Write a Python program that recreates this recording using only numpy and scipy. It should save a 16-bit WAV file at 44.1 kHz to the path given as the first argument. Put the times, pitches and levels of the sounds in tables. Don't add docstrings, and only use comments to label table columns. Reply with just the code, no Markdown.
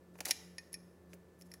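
import sys
import numpy as np
from scipy import signal
from scipy.fft import rfft, irfft
from scipy.io import wavfile
from scipy.ndimage import uniform_filter1d

SR = 44100
rng = np.random.default_rng(int(sys.argv[2]) if len(sys.argv) > 2 else 0)


def wav_out(sig):
    wavfile.write(sys.argv[1], SR, np.round(np.clip(np.atleast_2d(sig).T, -1, 1) * 32767).astype(np.int16))


N = 70560


def amp(db):
    return 10 ** (np.asarray(db) / 20)


def unit(x):
    return x / np.sqrt(np.mean(x ** 2) + 1e-20)


def read(points, hz):
    known_hz, value = np.transpose(points)
    return np.interp(np.log(hz + 1), np.log(known_hz + 1), value)


def add(mix, start_s, sound):
    part = mix[max(round(start_s * SR), 0):][:len(sound)]
    part += sound[:len(part)]


def colour(x, spectrum, tilt=0):
    hz = np.fft.rfftfreq(len(x), 1 / SR)
    octaves = np.log2(np.maximum(hz, 1000) / 1000)
    return unit(irfft(rfft(x) * amp(read(spectrum, hz) + tilt * octaves), len(x)))


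def evened(x, width_hz=250):
    spectrum = rfft(x)
    power = uniform_filter1d(abs(spectrum) ** 2, int(width_hz * len(x) / SR) + 1)
    return irfft(spectrum / np.sqrt(abs(power) + 1e-20), len(x))


def fade(t, fade_s):
    return np.exp(-np.log(1000) * t / fade_s)


def envelope(t, rise_s, fade_s):
    return (1 - np.exp(-t / rise_s)) * fade(t, fade_s)


def burst(spectrum, tilt, rise_s, fade_s, size=4096):
    shape = envelope(np.arange(size) / SR, rise_s, fade_s)
    noise = unit(evened(rng.standard_normal(size) * shape))
    return colour(noise, spectrum, tilt)[:size // 2] * np.sqrt(np.mean(shape ** 2))


def room_air(level_db=-64.5):
    # frequency in Hz, relative strength in dB.
    air_spectrum = [(25, -33.5), (50, -12.5), (75, 4), (100, 1), (150, 0), (230, 1.5), (360, 3.5),
                    (540, 0.5), (750, -9), (1100, -10.5), (1800, -16.5), (3000, -23.5), (6000, -26),
                    (12000, -27.5), (16000, -29.5)]
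    return amp(level_db) * colour(rng.standard_normal(N), air_spectrum)


def appliance_hum():
    # pitch in Hz, level in dB.
    faint_tones = [(80.5, -71), (266, -83), (355.3, -72.5), (446.8, -79), (531, -80.5), (1750, -81.5)]
    throb_hz, throb_db = 176.9, -64.5
    swing_db, throbs_per_s, first_peak_s = 6, 3.08, 0.165
    waver_hz, waver_radians = 7.1, 0.28
    t = np.arange(N) / SR
    throb = swing_db * np.cos(2 * np.pi * throbs_per_s * (t - first_peak_s))
    out = amp(throb_db + throb) * np.sin(2 * np.pi * (throb_hz * t + rng.random()))
    keep_slow = 1 / (1 + (np.fft.rfftfreq(N, 1 / SR) / waver_hz) ** 2) ** 2
    for hz, db in faint_tones:
        waver = unit(irfft(rfft(rng.standard_normal(N)) * keep_slow, N))
        out += amp(db) * np.sin(2 * np.pi * hz * t + waver_radians * waver)
    return np.sqrt(2) * out


def room_echo(sound):
    # frequency in Hz, fade time in seconds, level in dB.
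    echo_bands = [(249.3, 0.2, -15.5), (1007, 0.8, -12.5), (2303, .68, -15.5), (5490, .56, -18),
                  (7700, .58, -15.5), (10660, 0.61, -21.5), (15000, 0.73, -18.5)]
    first_echo_s, build_s = 0.002, 0.012
    near_db, near_fade_s = -12, 0.052
    band_hz, fade_s, db = np.transpose(echo_bands)
    t = np.arange(SR) / SR
    late, near = rng.standard_normal((2, SR)) * (t > first_echo_s)
    hz, times, parts = signal.stft(late * (1 - np.exp(-t / build_s)), SR, nperseg=256)
    parts = parts * fade(times, read(np.c_[band_hz, fade_s], hz)[:, None])
    tail = signal.istft(parts, SR, nperseg=256)[1][:SR]
    tail_gains = amp(read(np.c_[band_hz, db], np.fft.rfftfreq(SR, 1 / SR)))
    tail = irfft(rfft(evened(tail)) * tail_gains, SR)
    near = amp(near_db) * evened(near * fade(t, near_fade_s))
    return signal.fftconvolve(sound, (tail + near)[:SR * 3 // 4])[:N]


def frame_scrapes():
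    # start in seconds, length in seconds, level in dB, tilt in dB per octave.
    slides = [(0.135, 0.042, -73.5, 0), (0.175, 0.024, -64, 8), (0.21, 0.048, -70.5, -2),
              (0.252, 0.0255, -45.5, -3), (0.279, .019, -41.5, 0.5), (0.3, 0.014, -42.5, 2),
              (0.539, 0.17, -74, -1), (0.721, 0.018, -61, 1), (1.088, 0.072, -75.5, 0.5),
              (1.382, 0.038, -70.5, 9.5), (1.447, 0.032, -72, 5), (1.483, .11, -73.5, 4)]
    # frequency in Hz, relative strength in dB.
    scrape_spectrum = [(200, -18.5), (700, -3.5), (1200, -7.5), (1900, -2), (3200, -5.5), (4600, 1.5),
                       (6200, 1.5), (8500, -6), (10700, 2), (13000, -8), (16000, -13)]
    slips_per_s, spread_db = 6300, 2
    out, samples = np.zeros(N), SR // 4
    for start_s, length_s, db, tilt in slides:
        slipping = rng.random(samples) < slips_per_s / SR
        strength = amp(spread_db * np.minimum(rng.exponential(1, samples), 4))
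        direction = rng.choice([-1., 1.], samples)
        scrape = colour(slipping * direction * strength, scrape_spectrum, tilt)[:int(length_s * SR)]
        soft_ends = np.hanning(len(scrape)) ** 0.35
        add(out, start_s, amp(db) * scrape * soft_ends)
    return out


def frame_ticks():
    # start in seconds, tick level in dB, tick tilt in dB per octave,
    # thud level in dB, thud pitch in Hz.
    knocks = [(0.1545, -55.5, -7.5, -54, 780), (0.1884, -49.5, -7.5, -53, 674),
              (0.1920, -63, -2.5, -47.5, 520), (0.2050, -31, 0, -55, 714), (0.2079, -36.5, 0.5, -38.5, 675),
              (0.2517, -39.5, 0.5, -48.5, 650), (0.2609, -38, -1.5, -52.5, 676),
              (0.2680, -38, -14, -43, 753), (0.2770, -35, 6, -44, 648), (0.2900, -51, 6.5, -38.5, 701),
              (0.2996, -40.5, -2, -68, 650), (0.3100, -40, -6, -42, 680), (0.3310, -50.5, 13, -56.5, 650),
              (0.662, -65, 19, -87, 644), (1.1327, -45.5, -3.5, -50.5, 487), (1.1385, -48.5, 9, -53.5, 460),
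              (1.145, -52, 14, -53, 451), (1.4119, -49, 3, -72.5, 606), (1.5405, -53.5, -13, -61.5, 506)]
    # frequency in Hz, relative strength in dB.
    tick_spectrum = [(200, -16.5), (900, -17.5), (1500, -3), (2500, 4), (3700, -8), (5800, 0.5),
                     (8500, -5.5), (10600, -6), (12500, -11), (16000, -11)]
    # multiple of the thud's pitch, relative strength in dB.
    thud_shape = [(.2, -23), (.45, -3.5), (.8, 2.5), (1.3, 3), (1.8, -15), (2.8, -14), (4.6, -18),
                  (12, -62.5)]
    out = np.zeros(N)
    for start_s, tick_db, tilt, thud_db, thud_hz in knocks:
        thud_spectrum = [(multiple * thud_hz, db) for multiple, db in thud_shape]
        add(out, start_s, amp(tick_db) * burst(tick_spectrum, tilt, rise_s=0.00021, fade_s=0.013))
        add(out, start_s, amp(thud_db) * burst(thud_spectrum, tilt=0, rise_s=0.0014, fade_s=0.028))
    return out


def cover_clinks():
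    # start in seconds, ring level in dB, ring tilt in dB per octave,
    # share of the free fade time, how firmly the cover sits in the case from 0 to 1,
    # crack level in dB, crack tilt in dB per octave.
    hits = [(0.2546, -32.5, -1.5, .3, 0.8, -28.5, 6), (0.3087, -25.5, -4, 0.51, 1, -23, -2.5),
            (0.3096, -20.5, 3.5, 0.35, 0.97, -23.5, 1), (0.3130, -40, -6.5, .6, 0.83, -32.5, -4),
            (0.5825, -38.5, -0.1, 0.8, 0, -44, -5.5), (0.7295, -39, 22, 0.77, 0.1, -56, 17),
            (0.7315, -48.5, 9.5, 0.73, 0.1, -54.5, -9.5), (0.741, -32.5, 2.5, 0.64, 0.01, -42.5, 0.5),
            (1.4202, -49, 0.5, 0.28, 0.52, -52.5, 5.5), (1.5162, -44, 1.5, 0.41, 0.3, -54.5, 5),
            (1.5385, -47.5, -1, 0.42, 0, -45, 6)]
    # pitch in Hz, relative strength in dB when lifted,
    # the same when seated in the case, fade time in seconds when free.
    cover_tones = [(1823, -6.5, -13, 0.099), (1980, -13, -9, .065), (2343, -13.5, -10, 0.077),
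                   (2492, -9.5, -20.5, 0.06), (4210, -16.5, -15, 0.053), (4449, -16.5, -2.5, 0.048),
                   (4910, -12, -7, .05), (5190, -3, -2, 0.036), (5482, -2, -8.5, 0.063),
                   (5566, -8.5, -1.5, .06), (6540, -8.5, -13, 0.038), (10120, -4, -4, 0.022),
                   (10460, -5.5, -3.5, .035), (11160, -7.5, -8, .035), (11280, -18, -10.5, 0.012),
                   (12300, -21.5, -20, .03)]
    # frequency in Hz, relative strength in dB.
    crack_spectrum = [(200, -19.5), (600, -14), (1300, -29.5), (2100, -5.5), (3100, -7), (5400, 0.5),
                      (7000, -3), (8800, -13), (10400, -1), (12500, -10.5), (16000, -21.5)]
    spread_db = 2.5
    out, t = np.zeros(N), np.arange(SR // 4) / SR
    hz, lifted_db, seated_db, fade_s = np.transpose(cover_tones)[:, :, None]
    for start_s, ring_db, ring_tilt, fade_share, seated, crack_db, crack_tilt in hits:
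        tone_db = lifted_db + seated * (seated_db - lifted_db)
        gains = amp(tone_db + ring_tilt * np.log2(hz) + spread_db * rng.standard_normal(hz.shape))
        tones = np.sin(2 * np.pi * (hz * t + rng.random(hz.shape)))
        tones *= envelope(t, rise_s=0.00036, fade_s=fade_s * fade_share)
        ring = np.sqrt(2) * (gains * tones).sum(0) / np.linalg.norm(gains)
        add(out, start_s, amp(ring_db) * ring)
        add(out, start_s, amp(crack_db) * burst(crack_spectrum, crack_tilt, rise_s=0.00015, fade_s=0.02))
    return out


def scene():
    background = room_air() + appliance_hum()
    cut_bass = signal.butter(3, 220, "high", fs=SR, output="sos")
    fan = signal.sosfilt(cut_bass, cover_clinks() + frame_ticks() + frame_scrapes())
    return (fan + room_echo(fan) + background)[None]


def record(dry):
    cut_treble = signal.firwin(511, 15900, window=("kaiser", 9), fs=SR)
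    return signal.oaconvolve(dry, cut_treble[None], "same")


dry = scene()
out = record(dry)
wav_out(out)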